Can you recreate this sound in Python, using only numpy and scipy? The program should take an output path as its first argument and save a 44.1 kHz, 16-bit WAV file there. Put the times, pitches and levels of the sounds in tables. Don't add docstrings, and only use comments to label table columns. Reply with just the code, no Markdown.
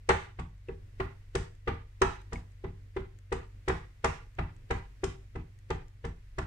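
import sys
import numpy as np
from scipy import signal
from scipy.fft import rfft, irfft, next_fast_len
from scipy.io import wavfile
from scipy.ndimage import uniform_filter1d, minimum_filter1d, map_coordinates

SR = 44100
rng = np.random.default_rng(int(sys.argv[2]) if len(sys.argv) > 2 else 0)


def voltage_ratio(level):
    return 10 ** (np.asarray(level, float) / 20)


def put_to_file(sound):
    columns = np.atleast_2d(sound).T
    safe = np.clip(columns, -1, 1)
    whole_steps = np.round(safe * 32767)
    wavfile.write(sys.argv[1], SR, whole_steps.astype(np.int16))


N = 284886
T = np.arange(SR // 2) / SR

# (f/Hz, mean level/dB rms)
HUM_LINES = [(48.4, -55), (96.9, -55.5), (118.4, -66.5)]
# (f/Hz, relative level/dB)
HISS_SPECTRUM = [(15, -34.5), (25, 0), (48, -24), (107, -11.5), (122, -15), (160, -32.5), (194, -27.5),
                 (423, -32), (584, -37.5), (807, -42.5), (1380, -38.5), (1960, -33), (4060, -42),
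                 (7750, -50), (15600, -60.5)]
# (f/Hz, correlation)
HISS_CORRELATION = [(60, 0.98), (150, 0.92), (300, 0.51), (600, 0)]
# (f/Hz, t60/s)
ROOM_DECAY = [(100, 0.49), (500, 0.3), (1500, 0.38), (4000, 0.51), (10000, 0.4)]
# (f/Hz, level/dB)
ROOM_LEVEL = [(60, -14), (200, -9.5), (420, -7), (800, -5), (2000, -4.5), (6000, -5.5)]
# (f/Hz, left over right level/dB)
ROOM_PAN = [(300, 0), (1500, -3), (6000, -2)]
# (f/Hz, left over right level/dB)
DIRECT_PAN = [(300, 0), (700, 1), (2000, 1), (4000, 6), (9000, 5), (14000, -3.5)]
# (t/s, level/dB before the tick's spectrum)
PAD_LIFTS = [(0.58, -57), (1.5508, -50.5), (2.2162, -45.5), (2.5185, -49.5), (3.1874, -43), (4.351, -49),
             (4.564, -47.5), (5.5882, -46), (5.882, -45.5)]
# (t/s, level/dB, f/Hz)
CASE_CREAKS = [(0.6858, -41, 2630), (2.3577, -34.5, 2200)]
# (t/s, level/dB before the slap's spectrum)
CASE_SLAPS = [(0.0899, -20), (0.395, -41), (0.6855, -55), (1.0006, -44.5), (1.3524, -24), (1.6796, -43),
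              (2.0174, -21), (2.3311, -35.5), (2.6424, -53.5), (2.964, -49), (3.325, -30), (3.683, -26.5),
              (4.0444, -22.5), (4.3919, -49), (4.7077, -32), (5.0398, -25.5), (5.3574, -46),
              (5.7039, -35.5), (6.0501, -40.5), (6.3854, -34.5)]
# (f/Hz, relative level/dB)
SLAP_SPECTRUM = [(150, -45), (600, -20), (1500, -3), (3000, 0), (4200, -6), (5200, -3), (8300, -4),
                 (9500, -14), (10300, -22), (11000, -38), (15500, -48)]
# (t/s, plate ring level/dB, knock level/dB, table thud level/dB, squeeze of the pad/ms)
DAB_BLOWS = [(.091, -14.5, -17.5, -20.5, 4.94), (.104, -21.5, -20.5, -27, 4.6),
             (0.389, -35.5, -37, -26, 4.8), (.688, -25, -45, -31, 4.8), (1.0016, -21, -32, -25.5, 2.9),
             (1.352, -17, -29.5, -22, 4.4), (1.675, -21.5, -26, -21.5, 5.46), (1.686, -34, -33.5, -33.5, 4),
             (2.018, -11.5, -19.5, -20.5, 3.82), (2.324, -33, -35, -25.5, 7.6),
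             (2.642, -25.5, -43, -29, 3.34), (2.966, -19.5, -37.5, -27.5, 3.47),
             (3.321, -18.5, -30, -25, 5), (3.68, -19, -29, -22, 3.97), (3.696, -22, -27.5, -25, 5.3),
             (4.043, -20.5, -20.5, -22.5, 5.52), (4.056, -32, -30, -33.5, 4.5),
             (4.387, -29.5, -31.5, -21, 4.15), (4.706, -22.5, -26, -21.5, 5.34),
             (5.036, -17, -35, -25, 3.3), (5.355, -31, -40, -26.5, 4.7), (5.704, -20.5, -28.5, -23, 4.92),
             (6.043, -30.5, -34, -25.5, 7.4), (6.384, -26.5, -31.5, -23.5, 3.7)]
# (f/Hz, t60/s)
PLATE_MODES = [(384, 0.081), (462, 0.07)]
# (f/Hz, relative level/dB, t60/s)
CASE_MODES = [(671.5, -3, 0.064), (788.4, 1, 0.068), (832, 2, 0.061), (941.3, 1, 0.057),
              (1022, -3.5, 0.071), (1155, -3, 0.075), (1221.5, -15.5, 0.085), (1340, -9, 0.033),
              (1512, -22.5, 0.026), (1751, -3.5, 0.038), (1961, 6, 0.032), (2056, -8, 0.037),
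              (2453, -14.5, .03)]
# (f/Hz, relative level/dB)
RATTLE_SPECTRUM = [(50, -2), (150, 8.5), (300, 7), (620, 17.5), (800, 20), (1500, 19), (2500, 11),
                   (4000, -0.5), (8000, -27.5)]
# (f/Hz, relative level/dB, t60/s, sign of the first swing)
TABLE_MODES = [(21.3, -16, .5, 1), (48.4, -10, .5, -1), (60.4, -4, .19, -1), (100, -8.6, .29, -1),
               (133.4, -11.3, .32, 1)]
# (f/Hz, relative level/dB, t60/s, sign of the first swing)
STAND_MODES = [(44.8, -9.7, .33, 1), (71.7, -17.5, .34, 1), (83.5, -11.6, .245, -1), (125, -12.4, .135, -1)]
# (f/Hz, relative level/dB, t60/s)
BOARD_MODES = [(150.5, -14.5, 0.3), (168.5, -13, 0.3), (206, -17, 0.22), (234.1, -9.5, 0.19),
               (275.5, -18.5, 0.24), (320, -14, 0.21)]
# (from f/Hz, to f/Hz, fully open from level/dB, attenuation when shut/dB)
GATE_BANDS = [(162, 520, -64, 11), (700, 4400, -54, 5), (2600, 20500, -55, 4)]

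RIGHT_DELAY_S = 0.00017
SQUEEZE_S = 0.004
KNOCK_LAG_S = 0.0015
UPPER_DB, UPPER_DB_PER_MS, UPPER_TOP_DB = 0, 6, 5
THUD_OFFSET_S, THUD_OFFSET_PER_SQUEEZE = -0.006, 0.37


def along(points, hz):
    f, value = np.transpose(points)
    return np.interp(np.log(hz + 1), np.log(f + 1), value)


def filtered(x, response):
    size = next_fast_len(x.shape[-1] + 8192)
    spectrum = rfft(x, size) * response(np.fft.rfftfreq(size, 1 / SR))
    return irfft(spectrum, size)[..., :x.shape[-1]]


def add(track, s, sound):
    track[:, max(round(s * SR), 0):][:, :len(T)] += sound


def ring(hz, t60, rise_s, late_s=0, phase=0):
    t = np.maximum(T - late_s, 0)
    build_up = (1 - np.exp(-t / rise_s)) ** 2
    return np.sin(2 * np.pi * hz * t + phase) * voltage_ratio(-60 * t / t60) * build_up


def burst(rise_s, t60):
    build_up = (1 - np.exp(-T / rise_s)) ** 2
    return rng.standard_normal((2, len(T))) * build_up * voltage_ratio(-60 * T / t60)


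def wobble(rate):
    knots = rng.standard_normal(int(N * rate / SR) + 4)
    return map_coordinates(knots, [np.arange(N) * rate / SR])


def machine_hum():
    t = np.arange(N) / SR
    hum = np.zeros(N)
    for hz, db in HUM_LINES:
        level_db = db + 1.5 * wobble(3)
        phase = 0.5 * wobble(2)
        hum += np.sqrt(2) * voltage_ratio(level_db) * np.sin(2 * np.pi * hz * t + phase)
    return hum


def hiss():
    def shares(hz):
        angle = np.arccos(np.clip(along(HISS_CORRELATION, hz), -1, 1)) / 2
        return voltage_ratio(along(HISS_SPECTRUM, hz)) * [np.cos(angle), np.sin(angle)]

    mid, side = filtered(rng.standard_normal((2, N)), shares)
    drift_db = 0.8 * wobble(3)
    return voltage_ratio(-20.5 + drift_db) * np.array([mid + side, mid - side])


def room(x):
    out = np.zeros((2, N + SR))
    step = SR // 3
    for start in range(0, N, step):
        hz, t, z = signal.stft(rng.standard_normal((2, SR // 2)), SR, nperseg=256)
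        decay = voltage_ratio(-60 * t / along(ROOM_DECAY, hz)[:, None])
        tail = signal.istft(z * decay, SR, nperseg=256)[1]
        tail = tail / np.linalg.norm(tail[0])
        wet = signal.fftconvolve(x[:, start:start + step], tail, axes=1)
        out[:, start + 300:][:, :wet.shape[1]] += wet
    return out[:, :N]


def small_sounds():
    track = np.zeros((2, N + SR))
    tick_spectrum = [(700, -19), (1800, 7), (4500, -6), (7500, 1.5), (11000, -16.5)]  # (f/Hz, level/dB)
    for s, db in PAD_LIFTS:
        tick = filtered(burst(0.00038, 0.013), lambda hz: voltage_ratio(along(tick_spectrum, hz)))
        add(track, s, voltage_ratio(db) * tick)
    for s, db, hz in CASE_CREAKS:
        add(track, s, voltage_ratio(db) * ring(hz, 0.031, 0.0002) * np.ones((2, 1)))
    return track[:, :N]


def slaps():
    track = np.zeros((2, N + SR))
    for s, db in CASE_SLAPS:
        add(track, s, voltage_ratio(db) * burst(0.00025, 0.036))
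    return filtered(track[:, :N], lambda hz: voltage_ratio(along(SLAP_SPECTRUM, hz)))


def table_thud():
    thud = np.zeros(len(T))
    for hz, db, t60, sign in TABLE_MODES:
        thud += sign * voltage_ratio(db) * ring(hz, t60, 0.0073)
    for hz, db, t60, sign in STAND_MODES:
        thud += sign * voltage_ratio(db) * ring(hz, t60, 0.0028, late_s=0.0359)
    board = np.zeros(len(T))
    for hz, db, t60 in BOARD_MODES:
        level_chance, phase_chance = rng.standard_normal(2)
        board += voltage_ratio(db + 2.6 * level_chance) * ring(hz, t60, 0.017, phase=3 * phase_chance)
    return thud * voltage_ratio([[0], [-0.4]]) + board


def case_knock(rise_s, late):
    knock = np.zeros((2, len(T)))
    for hz, db, t60 in CASE_MODES:
        level_chance, pitch_chance, phase_chance = rng.standard_normal((3, 2, 1))
        mode_hz = hz * (1 + 0.022 * pitch_chance[0])
        mode = ring(mode_hz, t60, 1.07 * rise_s, late, 3 * phase_chance)
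        knock += voltage_ratio(db + 3.1 * level_chance) * mode
    rattle = filtered(burst(0.88 * rise_s, 0.053), lambda hz: voltage_ratio(along(RATTLE_SPECTRUM, hz)))
    return knock + rattle


def plate_ring(low_db, squeeze_ms, rise_s, late):
    high_db = low_db + min(UPPER_DB + UPPER_DB_PER_MS * (squeeze_ms - 5), UPPER_TOP_DB)
    plate = np.zeros((2, len(T)))
    for db, (hz, t60) in zip((low_db, high_db), PLATE_MODES):
        plate -= voltage_ratio(db) * ring(hz, t60, 0.76 * rise_s, late)
    return plate


def dabs():
    air, solid = np.zeros((2, 2, N + SR))
    late = np.array([[0], [RIGHT_DELAY_S]])
    for s, low_db, knock_db, thud_db, squeeze_ms in DAB_BLOWS:
        rise_s = max(squeeze_ms, 1) / 1000
        touch_s = s - SQUEEZE_S
        add(air, touch_s, plate_ring(low_db, squeeze_ms, rise_s, late))
        add(air, touch_s + KNOCK_LAG_S, voltage_ratio(knock_db) * case_knock(rise_s, late))
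        thud_s = s + THUD_OFFSET_S + THUD_OFFSET_PER_SQUEEZE * rise_s
        add(solid, thud_s, voltage_ratio(thud_db) * table_thud())
    return air[:, :N], solid[:, :N]


def scene():
    background = machine_hum() + hiss()
    small = small_sounds()
    air, solid = dabs()
    air = air + slaps()
    sides = np.array([[0.5], [-0.5]])
    direct = filtered(air + small, lambda hz: voltage_ratio(sides * along(DIRECT_PAN, hz)))
    into_room = air + voltage_ratio(-13) * small
    wet = filtered(room(into_room), lambda hz: voltage_ratio(along(ROOM_LEVEL, hz) + sides * along(ROOM_PAN, hz)))
    return direct + wet + solid + background


def suppressor(x, knee_db, hold_s):
    def above(hz, edge_hz):
        return 1 / (1 + (edge_hz / (hz + 1)) ** 4)

    out, hold = x.copy(), int(hold_s * SR)
    for low_hz, high_hz, open_db, depth_db in GATE_BANDS:
        band = filtered(x, lambda hz: above(hz, low_hz) - above(hz, high_hz))
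        power = np.abs(uniform_filter1d(np.mean(band ** 2, axis=0), size=768))
        level_db = 10 * np.log10(power + 1e-12)
        shut = np.clip((open_db - level_db) / knee_db, 0, 1)
        shut = minimum_filter1d(shut, hold, origin=(hold - 1) // 2 - 300)
        gain = voltage_ratio(-depth_db * uniform_filter1d(shut, size=600))
        out -= band * (1 - gain)
    return out


def band_limit(x):
    return signal.sosfilt(signal.butter(12, 15760, fs=SR, output="sos"), x)


def record(dry):
    quieted = suppressor(dry, knee_db=2.5, hold_s=0.046)
    mix = filtered(quieted, lambda hz: hz < 15750)
    return band_limit(mix)


dry = scene()
out = record(dry)
put_to_file(out)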